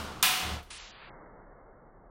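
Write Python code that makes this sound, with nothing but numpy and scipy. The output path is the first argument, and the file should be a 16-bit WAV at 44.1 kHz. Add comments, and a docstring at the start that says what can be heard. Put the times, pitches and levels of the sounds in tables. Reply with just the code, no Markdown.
"""Skipping rope in a hard corridor.

A beaded rope cracks on the tiles, setting floor and corridor ringing, and the jumper lands with a low boom.
The echo of the turn before is still dying at the start; after the landing the slack rope touches down
lightly and swishes up. The level dips there and the treble closes in steps, leaving a dull rumble."""
import sys
import numpy as np
from scipy import signal
from scipy.fft import rfft, irfft
from scipy.io import wavfile

SR = 44100
rng = np.random.default_rng(int(sys.argv[2]) if len(sys.argv) > 2 else 0)


def put_to_file(sound):
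    """Save the sound as 16-bit audio at rate SR, in the file named by the first command-line argument."""
    columns = np.atleast_2d(sound).T  # one column per channel
    safe = np.clip(columns, -1, 1)
    whole_steps = np.round(safe * 32767)
    wavfile.write(sys.argv[1], SR, whole_steps.astype(np.int16))


N = 92610
TIME = np.arange(N) / SR
FREQS = np.maximum(np.arange(N // 2 + 1) * SR / N, 1)


# rope hits on the tiles: t/s, level/dB, tilt/(dB per octave), hardness/0-1
SLAPS = [(-0.27, -21, 2.1, 0), (0.2271, -20.5, 0, 0.57), (0.627, -48, 0.5, 0.19), (0.7035, -27, 0.86, 0.15)]
# EQ of the direct crack, thinner than its echoes: f/Hz, level/dB
CRACK_EQ = [(500, -24), (2000, -13.5), (3500, 4), (6000, -0.5), (10000, -3.5), (14500, -3), (16000, -20.5)]
# EQ of a slap's reflections and tail: f/Hz, level/dB
SLAP_EQ = [(80, -22.5), (170, -7), (300, -16.5), (520, -20), (640, -12.5), (950, -2), (1900, -1), (2850, 2),
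           (4200, -2), (7500, -7.5), (9500, -4), (10500, -9), (15000, -4)]
# early reflections off walls and ceiling: delay/s, relative level/dB
REFLECTIONS = [(.0025, -6.5), (.004, -8), (.0064, -7), (.0086, -8), (.0145, -10.5), (.028, -12), (.037, -7)]

def rope():
    """Each slap throws early reflections and a bright tail; hardness adds direct crack, ping and ring."""
    out = 0
    for start, db, tilt_db, hardness in SLAPS:
        eq = eq_curve(SLAP_EQ, tilt_db)
        direct = from_db(10) * crack(start, eq_curve(CRACK_EQ, tilt_db)) + from_db(7.5) * ping(start)
        early = sum(from_db(7 + echo_db) * crack(start + delay, eq) for delay, echo_db in REFLECTIONS)
        tail = corridor_reverb(start, eq, build_s=0.001)
        out = out + from_db(db) * (early + tail + hardness * (direct + ring(start)))
    return out


def crack(start, eq, burst_s=0.0012):
    """The transient: the beads hit the floor in one tight burst of contacts."""
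    gate = (TIME >= start) & (TIME < start + burst_s)
    return filtered(gate * rng.choice([-1., 1.], N), eq)


def ping(start, hz=3610, t60=0.012):
    """The hard beads' own brief ring."""
    age = since(start)
    return np.sin(2 * np.pi * hz * age) * decay(age, t60)


# ringing modes of floor and corridor: f/Hz, level relative to the slap/dB, t60/s
RING_MODES = [(750.5, -12, 1.3), (721.3, -18, 2.4), (1018, -10, 0.64), (1249, -15, 1.2), (1340, -14.5, 1.1),
              (1688, -11.5, .7), (1838, -16.5, 0.55), (2077, -17.5, 0.85), (2456, -3, 0.44), (2516, -7, .6),
              (2650, -18.5, .7), (2860, -15.5, .7), (2873, -14.5, 0.74), (3428, -16, 1.4)]

def ring(start, beat_depth=0.5, beat_hz=22):
    """A slap strikes all the modes at once; each beats slightly as it rings out."""
    age, out = since(start), 0
    for hz, db, t60 in RING_MODES:
        phase = 2 * np.pi * (hz * age + rng.random())
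        waver = noise(roll_off(beat_hz))
        tone = np.sin(phase) + beat_depth * waver / waver.std() * np.cos(phase)
        out = out + from_db(db) * decay(age, t60) * tone
    return out * attack(age, 0.001)


# shoes landing, toes then heels: t/s, thud level/dB, boom level/dB
FOOTFALLS = [(-0.08, -34, -36), (0.424, -43, -41.5), (0.448, -43, -37), (0.512, -52.5, -33.5)]
# EQ of a shoe's thud: f/Hz, level/dB
THUD_EQ = [(30, -8), (70, -3), (180, -0.5), (300, -5), (600, -9), (1050, -3), (1450, -4.5), (2000, -19.5),
           (6000, -32)]

def thuds():
    """Each footfall sends a dull thud down the corridor."""
    eq = eq_curve(THUD_EQ)
    return sum(from_db(db) * corridor_reverb(start, eq, build_s=0.0033) for start, db, _ in FOOTFALLS)


# the corridor's low modes: f/Hz, level/dB, t60/s
BOOM_MODES = [(74, -0.5, 0.95), (110, -8.5, .6), (176.3, -8.5, .35), (196.66, -7, 0.23)]

def boom(attack_s=0.0041, sag_from_s=0.78, sag_octaves_per_s=5.6):
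    """The footfalls swell the low modes, which sag by an octave as they die."""
    pitch_ratio = np.maximum(2 ** (-sag_octaves_per_s * since(sag_from_s)), 0.5)
    sagging_time = np.cumsum(pitch_ratio) / SR
    out = 0
    for hz, db, t60 in BOOM_MODES:
        power = 0
        for start, _, boom_db in FOOTFALLS:
            age = since(start)
            power = power + (from_db(db + boom_db) * attack(age, attack_s) * decay(age, t60)) ** 2
        out = out + np.sqrt(power) * np.sin(2 * np.pi * (hz * sagging_time + rng.random()))
    return out


# EQ of the air round the rope: f/Hz, level/dB
SWISH_EQ = [(300, -24), (1100, 7), (2400, 3), (3600, -6), (5000, -27), (12000, -37)]

def swish(peak_s=1.036, width_s=0.1):
    """A soft swell of air noise as the slack rope swings up."""
    swell = np.exp(-np.square((TIME - peak_s) / width_s))
    return from_db(-52) * swell * noise(eq_curve(SWISH_EQ))


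# reverb time of the corridor: f/Hz, t60/s
CORRIDOR_T60 = [(100, 1.4), (700, 1.42), (1400, 1.037), (3000, 1.036), (6000, 0.95), (9000, 0.71),
                (14000, 0.5)]

def corridor_reverb(start, eq, build_s):
    """Diffuse tail of a hit: coloured noise that blooms fast and dies at each band's own rate."""
    age, out = since(start), 0
    spectrum = rfft(rng.standard_normal(N)) * eq
    centres = np.geomspace(60, 15000, 12)
    for hz, solo in zip(centres, np.eye(len(centres))):
        crossover = np.interp(np.log(FREQS), np.log(centres), solo)
        out = out + irfft(spectrum * crossover, N) * decay(age, at_hz(CORRIDOR_T60, hz))
    return out * attack(age, build_s)


# EQ of the background rumble: f/Hz, level/dB
RUMBLE_EQ = [(40, -9), (70, -10), (140, -6), (250, -9.5), (450, -5.5), (900, -9), (1400, -12.5),
             (2000, -19.5), (4000, -27), (15000, -39)]
# fader ride on the rumble: t/s, relative level/dB
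RUMBLE_FADER = [(0, -2.5), (.55, 4.5), (.65, -10), (.85, -8.5), (1.07, -5), (1.095, 0.5), (1.3, -1.5),
                (1.6, -3.5), (2.1, -6.5)]

def rumble(split_hz=1375, fade_db_per_s=10):
    """A dull bed of noise whose top fades away from halfway through."""
    bed = noise(eq_curve(RUMBLE_EQ))
    lows = filtered(bed, roll_off(split_hz))
    highs = (bed - lows) * from_db(-fade_db_per_s * since(TIME.mean()))
    return from_db(-50.5) * fader(RUMBLE_FADER) * (lows + highs)


def drone(hz=34.8, half_width_hz=9):
    """A steady, narrow band of sub-bass noise."""
    sub = noise(1 / (1 + np.square((FREQS - hz) / half_width_hz)))
    return from_db(-59.5) * sub / sub.std()


def from_db(db):
    """Decibels to gain."""
    return 10 ** (np.asarray(db) / 20)


def since(start):
    """Seconds since start, zero before it."""
    return np.maximum(TIME - start, 0)


def attack(age, rise_s):
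    """Exponential rise from 0 to 1."""
    return 1 - np.exp(-age / rise_s)


def decay(age, t60):
    """Envelope that falls 60 dB in t60 seconds."""
    return np.exp(-np.log(1000) * age / t60)


def fader(points):
    """Gain over time from breakpoints in dB."""
    return from_db(np.interp(TIME, *np.transpose(points)))


def at_hz(points, hz):
    """Read a table on a log-frequency axis."""
    freqs, values = np.transpose(points)
    return np.interp(np.log(hz), np.log(freqs), values)


def eq_curve(points, tilt_db=0, pivot_hz=3000):
    """Gain per frequency, tilted by tilt_db per octave, that keeps the power of white noise."""
    gain = from_db(at_hz(points, FREQS) + tilt_db * np.log2(FREQS / pivot_hz))
    return gain / np.sqrt(np.mean(gain ** 2))


def roll_off(hz):
    """Low-pass curve, 24 dB per octave."""
    return 1 / (1 + (FREQS / hz) ** 4)


def filtered(x, eq):
    """Filter by a gain per frequency."""
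    return irfft(rfft(x) * eq, N)


def noise(eq):
    """White noise through an EQ curve."""
    return filtered(rng.standard_normal(N), eq)


def brick_wall(x, edge_hz):
    """Very steep low-pass."""
    freqs = np.arange(N + 1) * SR / (2 * N)
    gain = 0.5 - 0.5 * np.tanh((freqs - edge_hz) / 30)
    return irfft(rfft(x, 2 * N) * gain)[:N]


# fader ride on the hits and their tails, dipping after the landing: t/s, level/dB
HITS_FADER = [(0, -0.5), (.55, 0.5), (.6, -5), (.645, -15), (.72, -14), (.85, -9), (.95, -10.5), (1.07, -7)]

def scene():
    """Rope and landing on one fader, over swish, rumble and drone; the same in both channels."""
    hits = (rope() + thuds() + boom()) * fader(HITS_FADER)
    return np.tile(hits + swish() + rumble() + drone(), (2, 1))


# the treble closes in steps: t/s, cutoff/Hz
TREBLE_STEPS = [(.657, 13300), (.7, 10400), (.782, 7600), (.912, 4920), (1.096, 2220)]

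def record(dry, crossfade_s=0.0014, top_hz=15800):
    """One microphone; the treble closes step by step and the very top is cut throughout."""
    out = mono = dry.mean(axis=0)
    for start, edge_hz in TREBLE_STEPS:
        closed = np.clip((TIME - start) / crossfade_s + 0.5, 0, 1)
        out = (1 - closed) * out + closed * brick_wall(mono, edge_hz)
    top_cut = signal.ellip(12, 0.2, 80, top_hz, fs=SR, output="sos")
    return np.tile(signal.sosfilt(top_cut, out), (2, 1))


dry = scene()
out = record(dry)
put_to_file(out)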